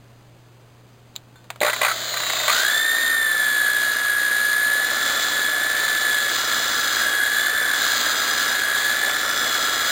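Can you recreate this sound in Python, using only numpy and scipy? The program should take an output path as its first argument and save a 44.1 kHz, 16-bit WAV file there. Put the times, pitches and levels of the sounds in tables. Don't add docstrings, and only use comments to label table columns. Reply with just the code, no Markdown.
import sys
import numpy as np
from scipy import signal
from scipy.fft import rfft, irfft, next_fast_len
from scipy.io import wavfile
from scipy.ndimage import map_coordinates

SR = 44100
rng = np.random.default_rng(int(sys.argv[2]) if len(sys.argv) > 2 else 0)


def wav_out(sig):
    wavfile.write(sys.argv[1], SR, np.round(np.clip(np.atleast_2d(sig).T, -1, 1) * 32767).astype(np.int16))


N = 437031
MAINS_HZ, PINION_TEETH = 60, 7
PAD_RATIO = .0942
# t/s, time held/s, relative levels of first knock/dB, fade/dB, boom/dB, ping/dB
PULLS = [(1.605, .105, -9.5, .1, -4, -20), (1.806, .0635, -5, .5, -15, -3), (2.471, 8, -5, 1.7, -18, -9)]
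# t/s, duration/s, added load
PRESSES = [(2.97, 0.082, 0.13), (3.846, 0.19, 0.36), (4.843, .5, 0.35), (6.29, .8, 0.64),
           (7.74, 0.83, 0.57), (9.127, .95, 0.52)]


def amp(db):
    return 10 ** (np.asarray(db) / 20)


def unit(x):
    return x / np.sqrt(np.mean(x ** 2) + 1e-20)


def clock():
    return np.arange(N) / SR


def curve(rows):
    return np.interp(clock(), *np.transpose(rows))


def wobble(rate):
    knots = rng.standard_normal(int(N * rate / SR) + 4)
    grid = np.arange(0, len(knots) - 1, 1 / 10)
    return np.interp(clock() * rate, grid, map_coordinates(knots, [grid]))


def filtered(x, response):
    size = next_fast_len(N + SR // 2)
    return irfft(rfft(x, size) * response(np.fft.rfftfreq(size, 1 / SR)), size)[:N]


def noise(spectrum):
    f, db = np.transpose(spectrum)
    gain = lambda hz: amp(np.interp(np.log(hz + 1), np.log(f), db))
    return unit(filtered(rng.standard_normal(N), gain))


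def resonance(hz, centre_hz, width_hz):
    return 1j * hz * width_hz / (centre_hz ** 2 - hz ** 2 + 1j * hz * width_hz)


def resonated(x, centre_hz, width_hz):
    return unit(filtered(x, lambda hz: resonance(hz, centre_hz, width_hz) ** 2))


def bursts(times, dbs, t60, tail_db, tail_t60, attack):
    t = np.arange(SR // 3) / SR
    shape = (1 - np.exp(-t / attack)) * (amp(-60 * t / t60) + amp(tail_db - 60 * t / tail_t60))
    envelope = np.zeros(N + SR)
    for s, db in zip(times, dbs):
        envelope[round(s * SR):][:len(t)] += amp(db) * shape
    return envelope[:N]


def garage():
    # f/Hz, relative level/dB
    still_air = [(25, -7), (60, -3), (110, -1), (200, -2), (350, -3.5), (800, -8), (2000, -15), (5300, -18)]
    hum_db = curve([(2.4, -51.5), (2.7, -61), (4.7, -61), (5.2, -59), (9.9, -58)])
    phase = 2 * np.pi * 2 * MAINS_HZ * clock() + .24 * wobble(6.2)
    hum = amp(hum_db + .44 * wobble(12)) * np.sqrt(2) * (np.sin(phase) + amp(-33) * np.sin(2 * phase))
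    return hum + amp(-51) * noise(still_air)


def handling():
    # t/s, relative level/dB, extra level of the body/dB
    clicks = [(1.155, -29, -21), (1.162, -16.5, -30), (1.357, -45, -4), (1.442, -50, 2),
              (1.503, -17, -10.5), (1.559, -35, -7), (1.605, -16.5, -20)]
    # f/Hz, relative level/dB
    edge_spectrum = [(300, -33), (1500, -5), (2400, 1), (3800, 16), (5400, -5)]
    body_spectrum = [(200, -41), (600, -0.5), (1500, -5.5), (2500, -8), (5000, -19.5)]
    # f/Hz, level/dB, T60/s
    metal_modes = [(1518, -50, .2), (3553, -52, .24), (4260, -57, 0.27)]
    times, db, body_db = np.transpose(clicks)
    edge = bursts(times, db, t60=.01, tail_db=-21.5, tail_t60=.082, attack=.00035)
    body = bursts(times, db + body_db, t60=.026, tail_db=-18, tail_t60=.19, attack=.00028)
    age = np.maximum(clock() - 1.358, 0)
    tink = sum(amp(level - 60 * age / t60) * np.sin(2 * np.pi * hz * age)
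               for hz, level, t60 in metal_modes)
    return amp(-2.5) * edge * noise(edge_spectrum) + amp(5) * body * noise(body_spectrum) + tink


def spin(spin_up_s=.125, coast_s=2.43):
    t, share = clock(), np.zeros(N)
    for s, held, *_ in PULLS:
        first = round(s * SR)
        age = t[first:] - s
        driven = 1 - (1 - share[first]) * np.exp(-np.minimum(age, held) / spin_up_s)
        share[first:] = driven * np.exp(-np.maximum(age - held, 0) / coast_s)
    return share


def pressure(attack_s=.18, release_s=.13):
    # t/s, load
    lean = [(3.2, 0.47), (4.65, 0.52), (4.95, 0.74), (7.4, 0.67), (9.2, 0.81)]
    t = clock()
    ramp = lambda x: np.clip(x + .5, 0, 1)
    press = sum(load * ramp((t - s) / attack_s) * ramp((s + length - t) / release_s)
                for s, length, load in PRESSES)
    return curve(lean), press


def motion():
    # t/s, pinion mesh f/Hz
    settled_mesh = [(3.01, 1838), (3.15, 1819), (3.28, 1762), (3.5, 1713), (3.7, 1696), (4.23, 1674),
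                    (4.8, 1713), (5.17, 1721), (5.48, 1707), (5.83, 1747), (6.2, 1701), (6.66, 1707),
                    (6.93, 1681), (7.22, 1676), (7.57, 1750), (8.0, 1658), (8.28, 1660), (8.42, 1692),
                    (8.7, 1672), (9.02, 1724), (9.3, 1721), (9.63, 1688), (9.9, 1684)]
    share = spin()
    lean, press = pressure()
    load = np.abs(lean + press)
    power = np.clip((clock() - PULLS[-1][0]) / .096, 0, 1)
    surge = power * np.tanh((1 - share) / .33)
    mains = 2 * np.pi * MAINS_HZ * clock()
    sway = power * (.17 * load * np.sin(mains + 3.7) + .057 * load * wobble(70) + .16 * wobble(11))
    mesh = 2 * np.pi * np.cumsum(share * curve(settled_mesh)) / SR + sway
    return mesh / PINION_TEETH, mains, power, load, (lean, press, surge)


def level_db(effort, idle_db, slopes_db):
    return idle_db + sum(slope * part for slope, part in zip(slopes_db, effort))


def rubbing(shaft, mains, power, effort):
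    # f/Hz, relative level/dB
    pad_spectrum = [(30, -39), (170, -20), (260, -6), (450, -2.5), (600, 1), (760, 0), (900, -10),
                    (1300, -23), (3000, -50)]
    gear_spectrum = [(500, -28), (900, -12.5), (1150, 0), (1500, 6), (1800, 7), (2250, -1), (2600, -11),
                     (3300, -22), (5500, -12.5)]
    fan_spectrum = [(300, -24.5), (1500, -4), (2800, -12.5), (3150, -4), (3500, 0), (4000, 2.5),
                    (4400, -1.5), (4750, -5), (5100, -6.5), (5500, -8)]
    _, press, _ = effort
    since = clock() - PULLS[-1][0] - .05
    hiss = np.clip(np.minimum(1 + since / .39, 1 - since / .37), 0, 1)
    pad_db = level_db(effort, -48.5, (14, 0, 7)) - 2 * (1 - power)
    grind_db = level_db(effort, -32, (6.5, -.5, 6)) - 7 * (1 - power)
    fan_db = level_db(effort, -30, (7, 4.5, 1)) + 7.5 * hiss + 1.2 * wobble(5)
    push, turn = power * np.cos(mains - .3), power * np.cos(PAD_RATIO * shaft)
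    scuff = unit(amp(1.5 * turn + 1.4 * push + 1.4 * wobble(200)))
    pad = amp(pad_db) * scuff * noise(pad_spectrum)
    chatter = unit(amp(1.235 * push + 1.2 * turn + .5 * np.cos(shaft) + 1.36 * wobble(350)))
    growl = noise([(800, -33), (1130, -.5), (1330, -3), (1550, -1), (1900, -16)])
    growl *= amp(-6.5) * (.37 + 1.1 * press)
    grind = amp(grind_db) * chatter * (noise(gear_spectrum) + growl)
    fan = amp(fan_db) * unit(amp(.5 * push + 1.64 * wobble(500))) * noise(fan_spectrum)
    turning = np.clip((clock() - PULLS[0][0]) / .02, 0, 1)
    return turning * (pad + grind + fan)


def driven_knocks(count=6, lag_s=.008):
    return [(s + lag_s + k / MAINS_HZ, db - fade_db * k ** 2, boom_db - 1.5 * k, ping_db)
            for s, _, db, fade_db, boom_db, ping_db in PULLS for k in range(count)]


def loose_knocks(shaft, count=10, clatter_start_s=2.137, boom_db=-38):
    # t/s, relative level/dB, extra level of the ping/dB
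    slaps = [(1.731, -12.5, 5.5), (1.761, -17, -20), (1.913, -14, -20), (9.046, -16, -3), (9.094, -13, -15)]
    half_turns = PAD_RATIO * shaft / np.pi
    times = np.interp(half_turns[round(clatter_start_s * SR)] + np.arange(count), half_turns, clock())
    clatter = [(s, -13.5 + rng.standard_normal(), -6) for s in times]
    return [(s, db, boom_db, ping_db) for s, db, ping_db in slaps + clatter]


def struck(times, dbs, hz, t60, gain_db):
    t = np.arange(SR // 8) / SR
    ring = np.sin(2 * np.pi * hz * t) * amp(gain_db - 60 * t / t60) * (1 - np.exp(-t / .00027))
    blows = np.bincount(np.round(times * SR).astype(int), amp(dbs), N)
    return signal.fftconvolve(blows, ring)[:N]


def backlash(shaft):
    # f/Hz, bandwidth/Hz, relative level/dB
    case_modes = [(750, 190, -6.5), (1150, 96, -1), (1520, 145, -3), (1980, 170, 0), (2360, 330, -5.5),
                  (3930, 590, -7.5)]
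    case = lambda hz: sum((-1) ** k * amp(gain_db) * resonance(hz, centre, width)
                          for k, (centre, width, gain_db) in enumerate(case_modes))
    times, db, boom_db, ping_db = np.transpose(driven_knocks() + loose_knocks(shaft))
    blows = bursts(times, db, t60=.024, tail_db=-15.5, tail_t60=.1, attack=.0024)
    rattle = amp(14) * filtered(blows * rng.standard_normal(N), case)
    chirp = bursts(times, db, t60=.063, tail_db=-33, tail_t60=.14, attack=.00055)
    chirp *= amp(-10) * np.sin(PINION_TEETH * shaft)
    chirp *= curve([(1.87, .68), (1.92, 2.1), (2, .37), (2.44, .24), (2.5, .37)])
    boom = struck(times, db + boom_db, hz=600, t60=.039, gain_db=4.1)
    ping = struck(times, db + ping_db, hz=1985, t60=.038, gain_db=-6)
    low_cut = signal.butter(2, 330, "high", fs=SR, output="sos")
    return signal.sosfilt(low_cut, rattle + chirp + boom + ping)


def squeal(lag_s=.075, width_s=.041):
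    swell = sum(np.exp(-((clock() - s - lag_s) / width_s) ** 2) for s, *_ in PULLS)
    return amp(-26.5) * swell * resonated(rng.standard_normal(N), centre_hz=1450, width_hz=340)


def coasting():
    drone_db = curve([(1.6, -100), (1.7, -43), (2.45, -38), (2.7, -39), (2.9, -100)])
    return amp(drone_db) * resonated(rng.standard_normal(N), centre_hz=635, width_hz=100)


def rotor(shaft, mains, power, load):
    # shaft order, relative level at working speed/dB, relative level below it/dB
    armature_orders = [(1, -51.5, -64), (2, -56.5, -54), (3, -49, -58), (6, -70, -47), (7, -70, -44),
                       (9, -47, -45), (12, -41, -47), (17, -51, -38), (19, -55, -41), (24, -59, -28.5),
                       (26, -65, -34), (27, -65, -40), (31, -70, -41)]
    # pad order, relative level/dB
    panel_orders = [(2, -71), (3, -77), (4, -63), (6, -67), (10, -58), (13, -55.5), (14, -56.5)]
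    strength = curve([(1.68, .01), (2, .47), (2.25, .95), (2.72, 1.1)])
    slow = curve([(2.58, .7), (2.73, .04)])
    pushes = amp(power * (3.8 * np.cos(mains) - 5))
    tones = np.zeros(N)
    for order, working_db, slow_db in armature_orders:
        gain = (1 - slow) * np.sqrt(load) * amp(working_db) + slow * amp(slow_db)
        tones += gain * amp(2.1 * wobble(10)) * np.sin(order * shaft + .18 * wobble(30))
    panel = sum(amp(db) * np.sin(order * PAD_RATIO * shaft + .5 * wobble(6))
                for order, db in panel_orders)
    return np.sqrt(2) * (strength * pushes * tones + power * load * panel)


def passing_db(lead_s=.22, width_s=.1):
    nearness = sum(np.exp(-((clock() - s + lead_s) / width_s) ** 2) for s, *_ in PRESSES)
    return .5 * nearness + .79 * wobble(8)


def gear_whine(shaft, mains, power, load, effort, stage_ratio=.8):
    # t/s, relative level/dB
    octave_levels = [(2.6, -35), (2.75, -23), (2.95, -27), (3.85, -34.5), (4.3, -39.5), (4.8, -38),
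                     (5.1, -26.5), (5.75, -33.5), (6.0, -31.5), (7.1, -29.5), (8.0, -32), (8.9, -32.5),
                     (9.5, -26.5), (9.9, -28.5)]
    bite_levels = [(2.54, -44), (2.62, -26), (3.7, -25), (5.0, -57), (5.6, -27), (6.75, -42), (7.0, -19.5),
                   (7.85, -18.5), (8.25, -33), (8.6, -20.5), (9.15, -30), (9.5, -38)]
    _, press, surge = effort
    mesh, pad = PINION_TEETH * shaft, PAD_RATIO * shaft
    whine_db = level_db(effort, -14, (-13, -8, -13)) + passing_db()
    depth = .37 + .14 * load + 1.8 * surge
    throb = np.exp(depth * np.cos(mains - .5)) / np.sqrt(np.i0(2 * depth))
    contact = unit(amp(1.2 * load * (np.sin(pad) + np.sin(2 * pad)) + 1.86 * load * wobble(110)))
    fundamental = amp(whine_db) * throb * contact * np.sin(mesh)
    bite = np.exp(8 * np.cos(mains - .9)) * amp(3.4 * wobble(60)) * np.sin(mesh)
    sidebands = amp(curve(bite_levels) - 10.5) * resonated(bite, centre_hz=1569, width_hz=243)
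    slack = unit(amp(8 * np.cos(mains + 1.74) + 2.3 * wobble(90)))
    octave_db = curve(octave_levels) - 1.5 * press - 1.5
    octave = amp(octave_db) * np.sin(2 * mesh + .38 * load * wobble(120))
    third_db = level_db(effort, -60, (23.5, 16.5, 22))
    third = amp(third_db) * np.sin(3 * mesh + 1.2 * np.sin(mains) + wobble(120))
    stage_mesh = stage_ratio * mesh
    stage_db = level_db(effort, -60.5, (21, 17.5, 6)) + 6.2 * np.cos(stage_mesh / 14) + wobble(25)
    second_stage = amp(stage_db) * np.sin(stage_mesh)
    return power * (sidebands + np.sqrt(2) * (fundamental + slack * (octave + third) + second_stage))


def scene():
    shaft, mains, power, load, effort = motion()
    tool = gear_whine(shaft, mains, power, load, effort)
    tool += rotor(shaft, mains, power, load)
    tool += rubbing(shaft, mains, power, effort)
    return (tool + backlash(shaft) + squeal() + coasting() + handling() + garage())[None]


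def record(dry):
    edge_hz, top_hz = 5230, 15850
    narrow = filtered(dry[0], lambda hz: 1 / np.sqrt(1 + np.minimum(hz / edge_hz, 2) ** 60))
    held = np.repeat(narrow[::4], 4)[:N]
    return filtered(held, lambda hz: hz < top_hz)[None]


dry = scene()
out = record(dry)
wav_out(out)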